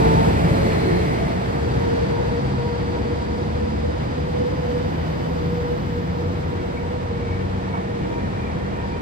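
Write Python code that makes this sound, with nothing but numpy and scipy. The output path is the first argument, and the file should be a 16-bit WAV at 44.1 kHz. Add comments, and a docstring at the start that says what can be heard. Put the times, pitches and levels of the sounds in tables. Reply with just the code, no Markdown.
"""An electric locomotive pulls a passenger train out of a station, a step from the listener.
First come the air roar and the beating blade tones of two cooling blowers, with knocks and a clatter
as wheels strike flaws in the rail. The locomotive recedes, and the hum of its motors climbs through
the resonances of its body. The coaches follow with rolling rumble and the thin, sinking tones of their
converters. In the last seconds flanges rub the rail and chirp, and the bogies knock and rattle again."""
import sys
import numpy as np
from scipy import signal
from scipy.fft import rfft, irfft, next_fast_len
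from scipy.io import wavfile
from scipy.ndimage import uniform_filter1d

SR = 44100
rng = np.random.default_rng(int(sys.argv[2]) if len(sys.argv) > 2 else 0)


def materialize(psi):
    """Save the field psi as 16-bit PCM at rate SR to the path in sys.argv[1].

    A 1-D psi becomes a single channel; in a 2-D psi each row is a channel.
    """
    bounded = np.clip(np.atleast_2d(psi).T, -1, 1)
    quanta = np.round(bounded * 32767).astype(np.int16)
    wavfile.write(sys.argv[1], SR, quanta)


N = 397341
TIME = np.arange(N) / SR
FFT_SIZE = next_fast_len(N)
BIN_HZ = np.maximum(np.arange(FFT_SIZE // 2 + 1) * SR / FFT_SIZE, 1)
METRES_PER_CYCLE = .054  # travel of the train per cycle of the drive's fundamental

# How sound from the track reaches two microphone ports. Each row: frequency in Hz, coherence from
# 0 to 1, phase lead of the left in radians, left minus right level in dB.
PORT_RESPONSE = [(70, .93, -.16, 2.4), (180, .92, -.52, .3), (330, .72, -1.3, -1.1),
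                 (600, .66, -2.41, -3.6), (1000, .67, -2.58, -1.8), (1600, .7, -3.45, 1.7),
                 (2200, .28, -5.1, .6), (3000, .1, -6.5, -1.3), (3800, .15, -9.6, .2),
                 (4700, .35, -6.8, .2), (6400, .35, -9.8, -1), (8000, .85, -6.3, 0), (11400, .85, 0, 0),
                 (14700, .85, 6.3, 0)]


def from_db(db):
    """Amplitude ratio for a level in decibels."""
    return 10 ** (np.asarray(db) / 20)


def unit_rms(x):
    """A signal normalised to a mean power of 1."""
    return x / np.sqrt(np.mean(np.abs(x) ** 2) + 1e-20)


def in_time(rows):
    """Linear interpolation of each column of a curve table to every sample."""
    seconds, *columns = np.transpose(rows)
    return [np.interp(TIME, seconds, column) for column in columns]


def at_hz(rows, hz):
    """Interpolation of each column of a spectrum table along a logarithmic frequency axis."""
    points_hz, *columns = np.transpose(rows)
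    return [np.interp(np.log(hz), np.log(points_hz), column) for column in columns]


def drift(rate_hz, size=N):
    """Low-pass filtered noise: a random fluctuation with rms near 1."""
    step, settling = 40, 2000  # samples per coarse step; steps for the filter to settle
    pole = np.exp(-2 * np.pi * rate_hz * step / SR)
    white = rng.standard_normal(size // step + settling + 2)
    slow = signal.lfilter([1], [1, -2 * pole, pole * pole], white)[settling:]
    return np.interp(np.arange(size) / step, np.arange(len(slow)), unit_rms(slow))


def scatter(rate_hz, size=N):
    """Multipath fading: many shifting reflections sum to a complex gain of rms 1 at each port."""
    return np.array([drift(rate_hz, size) + 1j * drift(rate_hz, size) for port in range(2)]) / np.sqrt(2)


def phasor(hz):
    """Phase is the integral of frequency; it starts at random, and the real part has rms 1."""
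    return np.sqrt(2) * np.exp(2j * np.pi * (np.cumsum(hz) / SR + rng.random()))


def port_gains(hz):
    """Differences of phase and level give direction: a complex gain for the left and right port."""
    _, lead_rad, pan_db = at_hz(PORT_RESPONSE, hz)
    left = from_db(pan_db / 2) * np.exp(.5j * lead_rad)
    return np.array([left, 1 / left]).reshape(2, -1)


def bell(x, centre, half_width):
    """A flat-topped peak of height 1 that falls to one half at half_width from its centre."""
    return 1 / (1 + np.square(np.square((x - centre) / half_width)))


def drive_hz(start_hz=53.9, rise_hz_per_s=5.43):
    """Uniform acceleration: the drive is tied to the wheels, so its fundamental rises linearly."""
    return start_hz + rise_hz_per_s * TIME


def travelled_m():
    """Distance is the integral of speed: how far the locomotive has moved past the listener."""
    return METRES_PER_CYCLE * np.cumsum(drive_hz()) / SR


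def noise_spectrum(colour, focus):
    """Partly coherent noise at the two ports; a close source (focus over 1) is more coherent."""
    coherence = np.clip(at_hz(PORT_RESPONSE, BIN_HZ)[0], .01, .99) ** (1 / focus)
    white = rfft(rng.standard_normal((3, FFT_SIZE)))
    pair = np.sqrt(coherence) * white[0] + np.sqrt(1 - coherence) * white[1:]
    low_cut = 1 / np.sqrt(1 + (22 / BIN_HZ) ** 6)
    return pair * port_gains(BIN_HZ) * from_db(at_hz(colour, BIN_HZ)[0]) * low_cut


def noise_band(spectrum, low_hz, high_hz):
    """Band-pass filtering with soft edges turns a spectrum into a noise of rms 1."""
    gain = 1 / np.sqrt((1 + (low_hz / BIN_HZ) ** 12) * (1 + (BIN_HZ / high_hz) ** 12))
    return unit_rms(irfft(spectrum * gain, FFT_SIZE)[:, :N])


def roar_and_rolling():
    """Incoherent sources add in power: the locomotive's air roar gives way to the coaches' wheels."""
    # Noise colours of locomotive and coaches. 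Each row: frequency in Hz, relative density in dB.
    loco_colour = [(25, -40), (45, 3), (75, 14), (170, -1.5), (230, -4), (370, -3), (680, 3.5),
                   (1200, -9.5), (2000, -16), (3000, -28.5), (4600, -37), (6800, -49.5), (9500, -53),
                   (14500, -58)]
    coach_colour = [(25, -30), (45, -6.5), (70, 2), (170, -3), (290, -8), (400, -11), (600, -10.5),
                    (930, -13), (1150, -18), (1900, -23), (2800, -33), (4800, -44), (6300, -50.5),
                    (13000, -64)]
    # Platform shudder, ground rumble, bogie drone, rail roar, wheel rush, rail hiss and air hiss.
    # Each row: lower and upper edge in Hz, base levels of locomotive and wheels in dB, fade of the
    # wheels in dB per metre.
    bands = [(28, 48, -35, -45, -0.07), (64, 106, -37, -29, 0.17), (131, 355, -23.5, -28.5, 0.1133),
             (346, 968, -27.5, -32, 0.1), (1144, 3470, -31.5, -37.5, 0.0926),
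             (3710, 6580, -43.5, -47.5, 0.1644), (7220, 13800, -50, -61, 0.13)]
    # The wheel noise swells or dips as running gear goes by. Each row: time of closest approach in
    # seconds, half duration in seconds, change of the rumble in dB, change of the rush in dB.
    swells = [(.07, .12, 4.5, 2), (0.43, 0.13, 4.5, -3.5), (1.45, 0.17, -3, -0.5), (1.955, 0.49, 1, 1.14),
              (3.75, 0.21, 1, -.5), (5.155, 0.59, -0.5, 0.9), (7.4, 0.32, 0, 0), (7.863, 0.2, -4.5, -0.5),
              (8.405, 1, 2, 1.6)]
    loco, coach = noise_spectrum(loco_colour, focus=1.7), noise_spectrum(coach_colour, focus=0.93)
    rumble_db = sum(db * bell(TIME, nearest_s, half_s) for nearest_s, half_s, db, _ in swells)
    rush_db = sum(db * bell(TIME, nearest_s, half_s) for nearest_s, half_s, _, db in swells)
    metres, out = travelled_m(), 0
    for low_hz, high_hz, loco_db, wheels_db, fade_db_per_m in bands:
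        # The hiss holds longer than the roar, then the first coach shuts it off.
        half_power_m, falloff = (2.75, 3.9) if low_hz > 3400 else (2.51, 3.14)
        loco_gain = from_db(loco_db) / np.sqrt(1 + (metres / half_power_m) ** falloff)
        swell_db = rumble_db if high_hz < 120 else rush_db
        wheels_gain = from_db(wheels_db - fade_db_per_m * metres + swell_db)
        level = np.hypot(loco_gain, wheels_gain)
        roar = loco_gain * noise_band(loco, low_hz, high_hz)
        wheels = wheels_gain * noise_band(coach, low_hz, high_hz)
        noise = (roar + wheels) / level
        power = uniform_filter1d(np.mean(noise ** 2, axis=0), size=SR // 10)
        steady_noise = noise / np.sqrt(uniform_filter1d(power, size=SR // 12))
        # Rough wheel treads make the low bands lumpy; the rush stays smoother.
        tread_db = 1.5 if high_hz < 400 else .65
        out = out + steady_noise * level * from_db(tread_db * drift(rate_hz=18.4))
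    return out


def blade_tone(hz, centre_db, sideways_db, flutter):
    """Turbulence modulates a blade tone; its sideways part puts the two ports out of phase."""
    arrival = from_db(centre_db) + 1j * from_db(sideways_db) * np.array([[-1], [1]])
    return np.real(phasor(hz) * arrival * unit_rms(1 + flutter * scatter(rate_hz=15)[0]))


def blowers(centre_trim_db=-1.3, sideways_trim_db=-.5, octave_trim_db=-1.2):
    """Beating: two blowers turn at slightly different speeds; the first also sounds its octave."""
    # Blade-passing frequencies. Each row: time in seconds, first blower in Hz, second blower in Hz.
    blade_hz = [(0, 449.6, 463.5), (1.15, 450, 464.5), (1.65, 466, 483), (2.5, 475.5, 491.5),
                (3.5, 475.5, 494), (4.35, 485.5, 503), (5.4, 483, 501), (6.4, 476, 494),
                (7.55, 467.5, 488.5), (8.2, 472.5, 491), (9, 473, 491)]
    # The first blower's tone swells and fades as reflections cross: its part alike at both ports
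    # and its part arriving sideways. Each row: time in seconds, relative level in dB.
    first_centre = [(0.0, -26), (.12, -25.5), (.22, -34), (.38, -46), (.51, -29), (.6, -37), (.7, -28),
                    (.78, -35), (.87, -29), (1.06, -32), (1.38, -50), (1.6, -34), (2.24, -34.5),
                    (2.36, -27), (2.48, -42), (2.6, -27.5), (2.96, -34), (3.15, -28.5), (3.24, -46),
                    (3.36, -35), (4.04, -47), (4.24, -30), (4.32, -42), (4.45, -31), (4.56, -39.5),
                    (4.76, -27.5), (5.02, -48), (5.5, -29), (5.72, -27), (5.8, -46), (5.96, -26.5),
                    (6.08, -44), (6.24, -31), (6.44, -43), (6.56, -33), (6.7, -42), (6.8, -33), (6.92, -44),
                    (7.14, -30.5), (7.36, -34.5), (7.46, -47), (7.76, -32), (7.84, -45.5), (7.92, -33.5),
                    (8.12, -44.5), (9.0, -44)]
    first_sideways = [(0.0, -20), (0.42, -33), (.95, -26), (1.38, -37), (1.88, -23), (2.15, -24),
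                      (2.5, -35), (2.65, -31.5), (3.3, -31), (3.5, -36), (3.63, -25), (3.72, -35),
                      (3.86, -25), (4.0, -37), (4.16, -42), (4.44, -22), (4.57, -33), (4.88, -27),
                      (5.02, -42), (5.38, -28), (5.58, -43), (5.73, -25), (5.85, -46), (6.05, -35),
                      (6.37, -44), (6.55, -31), (7.2, -46), (7.45, -35), (7.85, -41), (7.93, -32),
                      (8.06, -33), (8.42, -43), (8.6, -34), (9.0, -40)]
    # Its octave and the second blower's tone. Each row: time in seconds, relative level alike at
    # both ports in dB, relative level arriving sideways in dB.
    octave_levels = [(0.0, -42, -30), (.09, -35, -22.5), (0.3, -32, -26), (0.42, -42, -33), (.8, -48, -35),
                     (1.2, -52, -39), (1.72, -54, -50), (1.86, -37.5, -35.5), (2.04, -56, -48),
                     (2.17, -37.5, -37), (2.46, -52, -40), (2.7, -37.5, -42), (2.86, -48, -48),
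                     (2.96, -42, -46), (3.08, -52, -50), (3.24, -41, -35.5), (3.32, -47, -46),
                     (3.42, -41, -35.5), (3.54, -52, -48), (3.66, -44, -43), (3.85, -56, -50),
                     (5.4, -54, -54), (5.65, -56, -40), (5.8, -58, -52), (6.3, -56, -50), (6.52, -45, -46),
                     (6.68, -56, -52), (6.82, -45, -48), (7.08, -54, -39), (7.25, -54, -52),
                     (7.55, -54, -45), (7.72, -44, -44), (7.95, -57, -52), (8.16, -42.5, -42),
                     (8.3, -53, -42), (8.7, -54, -44), (8.82, -41, -36), (9.0, -46, -46)]
    second_levels = [(0, -38, -27), (.2, -38, -25), (1.1, -46, -38), (1.27, -42, -29.5), (1.9, -44, -44),
                     (2.25, -39.5, -33), (2.7, -43, -48), (3.07, -44, -34), (3.35, -39, -40),
                     (4.1, -49, -34), (4.7, -38, -34.5), (4.88, -46, -43), (5.14, -48, -33),
                     (5.6, -39, -43), (5.95, -52, -49), (6.25, -36.5, -36), (6.6, -46, -42),
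                     (6.85, -37, -37), (7.08, -39, -34), (7.45, -46, -48), (8.1, -50, -36), (8.5, -41, -40),
                     (9, -50, -41)]
    # Apparent direction of the two fundamentals. Each row: time in seconds, left minus right in dB.
    direction = [(0, -0.5), (1.9, 0), (2.35, 6.5), (3.1, 2.5), (3.55, -2), (4.8, -2), (5.7, -1), (6.5, 0),
                 (9, 0)]
    first_hz, second_hz = (hz * (1 + 0.00078 * drift(rate_hz=2.66)) for hz in in_time(blade_hz))
    centre_db = in_time(first_centre)[0] + centre_trim_db
    sideways_db = in_time(first_sideways)[0] + sideways_trim_db
    first = blade_tone(first_hz, centre_db, sideways_db, flutter=.3)
    octave = from_db(octave_trim_db) * blade_tone(2 * first_hz, *in_time(octave_levels), flutter=.6)
    second = blade_tone(second_hz, *in_time(second_levels), flutter=.3)
    pan = from_db(in_time(direction)[0] * np.array([[.5], [-.5]]))
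    return octave + (first + second) * pan


def traction_drive(waver_db=1.1, flutter=.4):
    """Resonance: the rising harmonics of motors and gears boom in each body mode they cross."""
    # Harmonics from the fundamental up. Each row: base level in dB, fade in dB per metre.
    harmonics = [(-36, 0.05), (-35.5, 0.1), (-30.5, 1), (-44.5, 0.04)]
    # Resonances of the body. Each row: centre in Hz, half width in Hz, boost in dB.
    resonances = [(74.4, 1.2, 7.5), (88.7, 1.8, 5), (94.3, 1.3, 9.5), (115, 0.9, 8), (127.5, 1.9, 3),
                  (136.6, 2.4, 9), (164, 8.6, 6), (177.6, 2.2, 2.5), (192, 4.2, 1.7), (222.1, 6.8, 10.5)]
    metres, out = travelled_m(), 0
    for order, (base_db, fade_db_per_m) in enumerate(harmonics, 1):
        hz = order * drive_hz()
        boom_db = sum(db * bell(hz, centre_hz, half_hz) for centre_hz, half_hz, db in resonances)
        level = from_db(base_db - fade_db_per_m * metres + boom_db + waver_db * drift(rate_hz=0.86))
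        hum = phasor(hz) * port_gains(hz.mean())
        shake = unit_rms(1 + flutter * scatter(rate_hz=7)[0])  # jolts of the track
        out = out + level * np.real(hum * shake)
    return out


def narrow_tone(hz, width_hz, gain, diffuse):
    """Interference: a wandering tone arrives directly and by reflections of relative size diffuse."""
    out, audible = np.zeros((2, N)), gain > gain.max() / 200
    size = audible.sum()
    tone = phasor(np.broadcast_to(hz, N)[audible] + .5 * width_hz * drift(width_hz, size))
    arrival = unit_rms(port_gains(np.mean(hz)) + diffuse * scatter(width_hz, size))
    out[:, audible] = gain[audible] * np.real(tone * arrival)
    return out


def passing_tones(glide_s=.9, sound_m_per_s=343):
    """Doppler effect: each tone swells as its source comes near and sinks in pitch as it goes by."""
    # Tones of converters, fans and panels, and near 8.2 s the scrape of wheels at about 1.8 and # 2.4 kHz. 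Each
    # row: time of closest approach in seconds, half duration in seconds, frequency in Hz, # width in Hz, peak
    # level in dB.
    tones = [(0.18, 0.27, 1337, 15, -52), (.15, .14, 730, 11.5, -36), (0.297, 0.33, 2350, 320, -43.5),
             (0.91, 0.08, 357, 18, -26.5), (.62, .15, 550, 19.4, -30), (0.9, 0.0405, 315, 10, -27.5),
             (0.79, 0.27, 4200, 122, -48), (.88, 0.19, 4100, 200, -50), (1.27, .1, 680, 50, -34.5),
             (0.93, 0.4, 2090, 520, -38), (1.898, .55, 1616, 600, -42), (2.294, 1, 4640, 390, -53.5),
             (4.099, 1.9, 4810, 304, -56.5), (4.2, .3, 4000, 90, -64), (8.9, .08, 4700, 390, -57),
             (4.902, 1.02, 3000, 17, -58), (5.0, 0.56, 1524, 7.7, -55), (5.9, .9, 5200, 8, -67),
             (5.5, 1.1, 14500, 220, -67.5), (6.04, .93, 149, 1.16, -38.5), (6.906, 2.0, 240.5, 2.7, -43.5),
             (8.202, .8, 1842, 40, -53), (8.63, .13, 203, 7.5, -32), (8.199, 0.51, 2360, 199, -52)]
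    mach, out = METRES_PER_CYCLE * drive_hz() / sound_m_per_s, 0
    for nearest_s, half_s, hz, width_hz, level_db in tones:
        doppler = 1 - mach * (TIME - nearest_s) / np.hypot(TIME - nearest_s, glide_s)
        gain = from_db(level_db) * bell(TIME, nearest_s, half_s)
        out = out + narrow_tone(hz * doppler, width_hz, gain, diffuse=1.07)
    return out


def clatters(contacts_per_s=900, ring_band_hz=(430, 1400)):
    """Shot noise: after a jolt, loose brake rigging makes a dying shower of small metal contacts."""
    # Jolts of the rigging. Each row: start in seconds, level in dB, time to fall 60 dB in seconds.
    jolts = [(.293, -26, .1), (7.668, -35, .25), (7.733, -28, .42)]
    envelope = sum(from_db(db - 60 * np.maximum(TIME - start_s, 0) / t60) * (TIME >= start_s)
                   for start_s, db, t60 in jolts)
    contacts = (rng.random(FFT_SIZE) < contacts_per_s / SR) * rng.standard_normal(FFT_SIZE)
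    paths = port_gains(BIN_HZ) + scatter(0.11, len(BIN_HZ))  # direct sound plus reflections
    shower = irfft(rfft(contacts) * paths, FFT_SIZE)[:, :N]
    band = signal.butter(4, ring_band_hz, "band", fs=SR, output="sos")
    return signal.sosfilt(band, envelope * shower + 1e-18) / np.std(signal.sosfilt(band, shower))


def knocks(contact_s=0.004):
    """Impact excitation: a wheel jolts over a flaw in the rail and the bogie's damped modes ring."""
    # Wheel impacts. Each row: start in seconds, relative level in dB, treble roll-off corner in Hz.
    impacts = [(0.294, -26, 1820), (0.443, -6.5, 258), (0.508, -5, 150), (.905, -8, 200), (1.774, -16, 320),
               (5.462, -9, 125), (7.674, -28, 1510), (7.733, -25.5, 2200), (7.775, -30, 2200),
               (8.018, -10, 135)]
    # Bogie modes. Each row: frequency in Hz, relative level in dB, time to fall 60 dB in seconds.
    modes = [(69, -11, 0.055), (130, -5, 0.12), (155, 4, 0.082), (323, -6, 0.13), (473, -2, 0.25),
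             (696, -4, 0.22), (921, 5, 0.15), (1240, -17, .18), (1730, -14, .2), (2330, -21, 0.22)]
    out, age = np.zeros((2, N)), np.arange(SR // 2) / SR
    attack = 1 - np.exp(-age / contact_s)
    for start_s, level_db, corner_hz in impacts:
        ring = 0
        for (hz, mode_db, t60), phase in zip(modes, rng.random(len(modes))):
            envelope = from_db(level_db + mode_db - 60 * age / t60) / (1 + (hz / corner_hz) ** 2)
            ring = ring + envelope * np.real(port_gains(hz) * np.exp(2j * np.pi * (hz * age + phase)))
        start = int(start_s * SR)
        out[:, start:start + len(age)] += (ring * attack)[:, :N - start]
    return out


def flange_squeals(trim_db=-4.8, grit_db=-4, flicker_db=2.5, slips_per_s=70):
    """Stick-slip friction: flanges rub the rail and make the wheels sing in short, gritty chirps."""
    # Wheel chirps. Each row: time of the peak in seconds, half duration in seconds, frequency in Hz,
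    # relative level in dB.
    chirps = [(6.62, .055, 2250, -49), (6.795, .035, 2265, -42), (7.22, .09, 2255, -47.5),
              (7.32, .08, 2260, -44), (7.351, 0.21, 1820, -52), (7.75, 0.07, 2240, -47),
              (7.791, 0.042, 1770, -44.5), (8.134, 0.036, 2370, -48), (8.2, .12, 1855, -51),
              (8.46, .07, 2385, -44), (8.625, .04, 1840, -42.5), (8.8, .05, 2390, -46.5),
              (8.83, .06, 1830, -43), (8.949, .06, 2380, -49)]
    out = 0
    for peak_s, half_s, hz, level_db in chirps:
        gain = from_db(level_db) * bell(TIME, peak_s, half_s)
        tone = narrow_tone(hz, width_hz=24, gain=gain, diffuse=0.8)
        grit = narrow_tone(hz, width_hz=110, gain=gain * from_db(grit_db), diffuse=0.68)
        out = out + tone + grit
    return out * from_db(trim_db + flicker_db * drift(slips_per_s))


def scene():
    """Superposition: all the sources of the train add at the platform edge."""
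    sustained = roar_and_rolling() + blowers() + traction_drive() + passing_tones()
    return sustained + flange_squeals() + knocks() + clatters()


def record(dry):
    """An elliptic low-pass filter cuts the treble steeply above 15.3 kHz."""
    return signal.sosfilt(signal.ellip(10, .1, 90, 15300, fs=SR, output="sos"), dry)


dry = scene()
out = record(dry)
materialize(out)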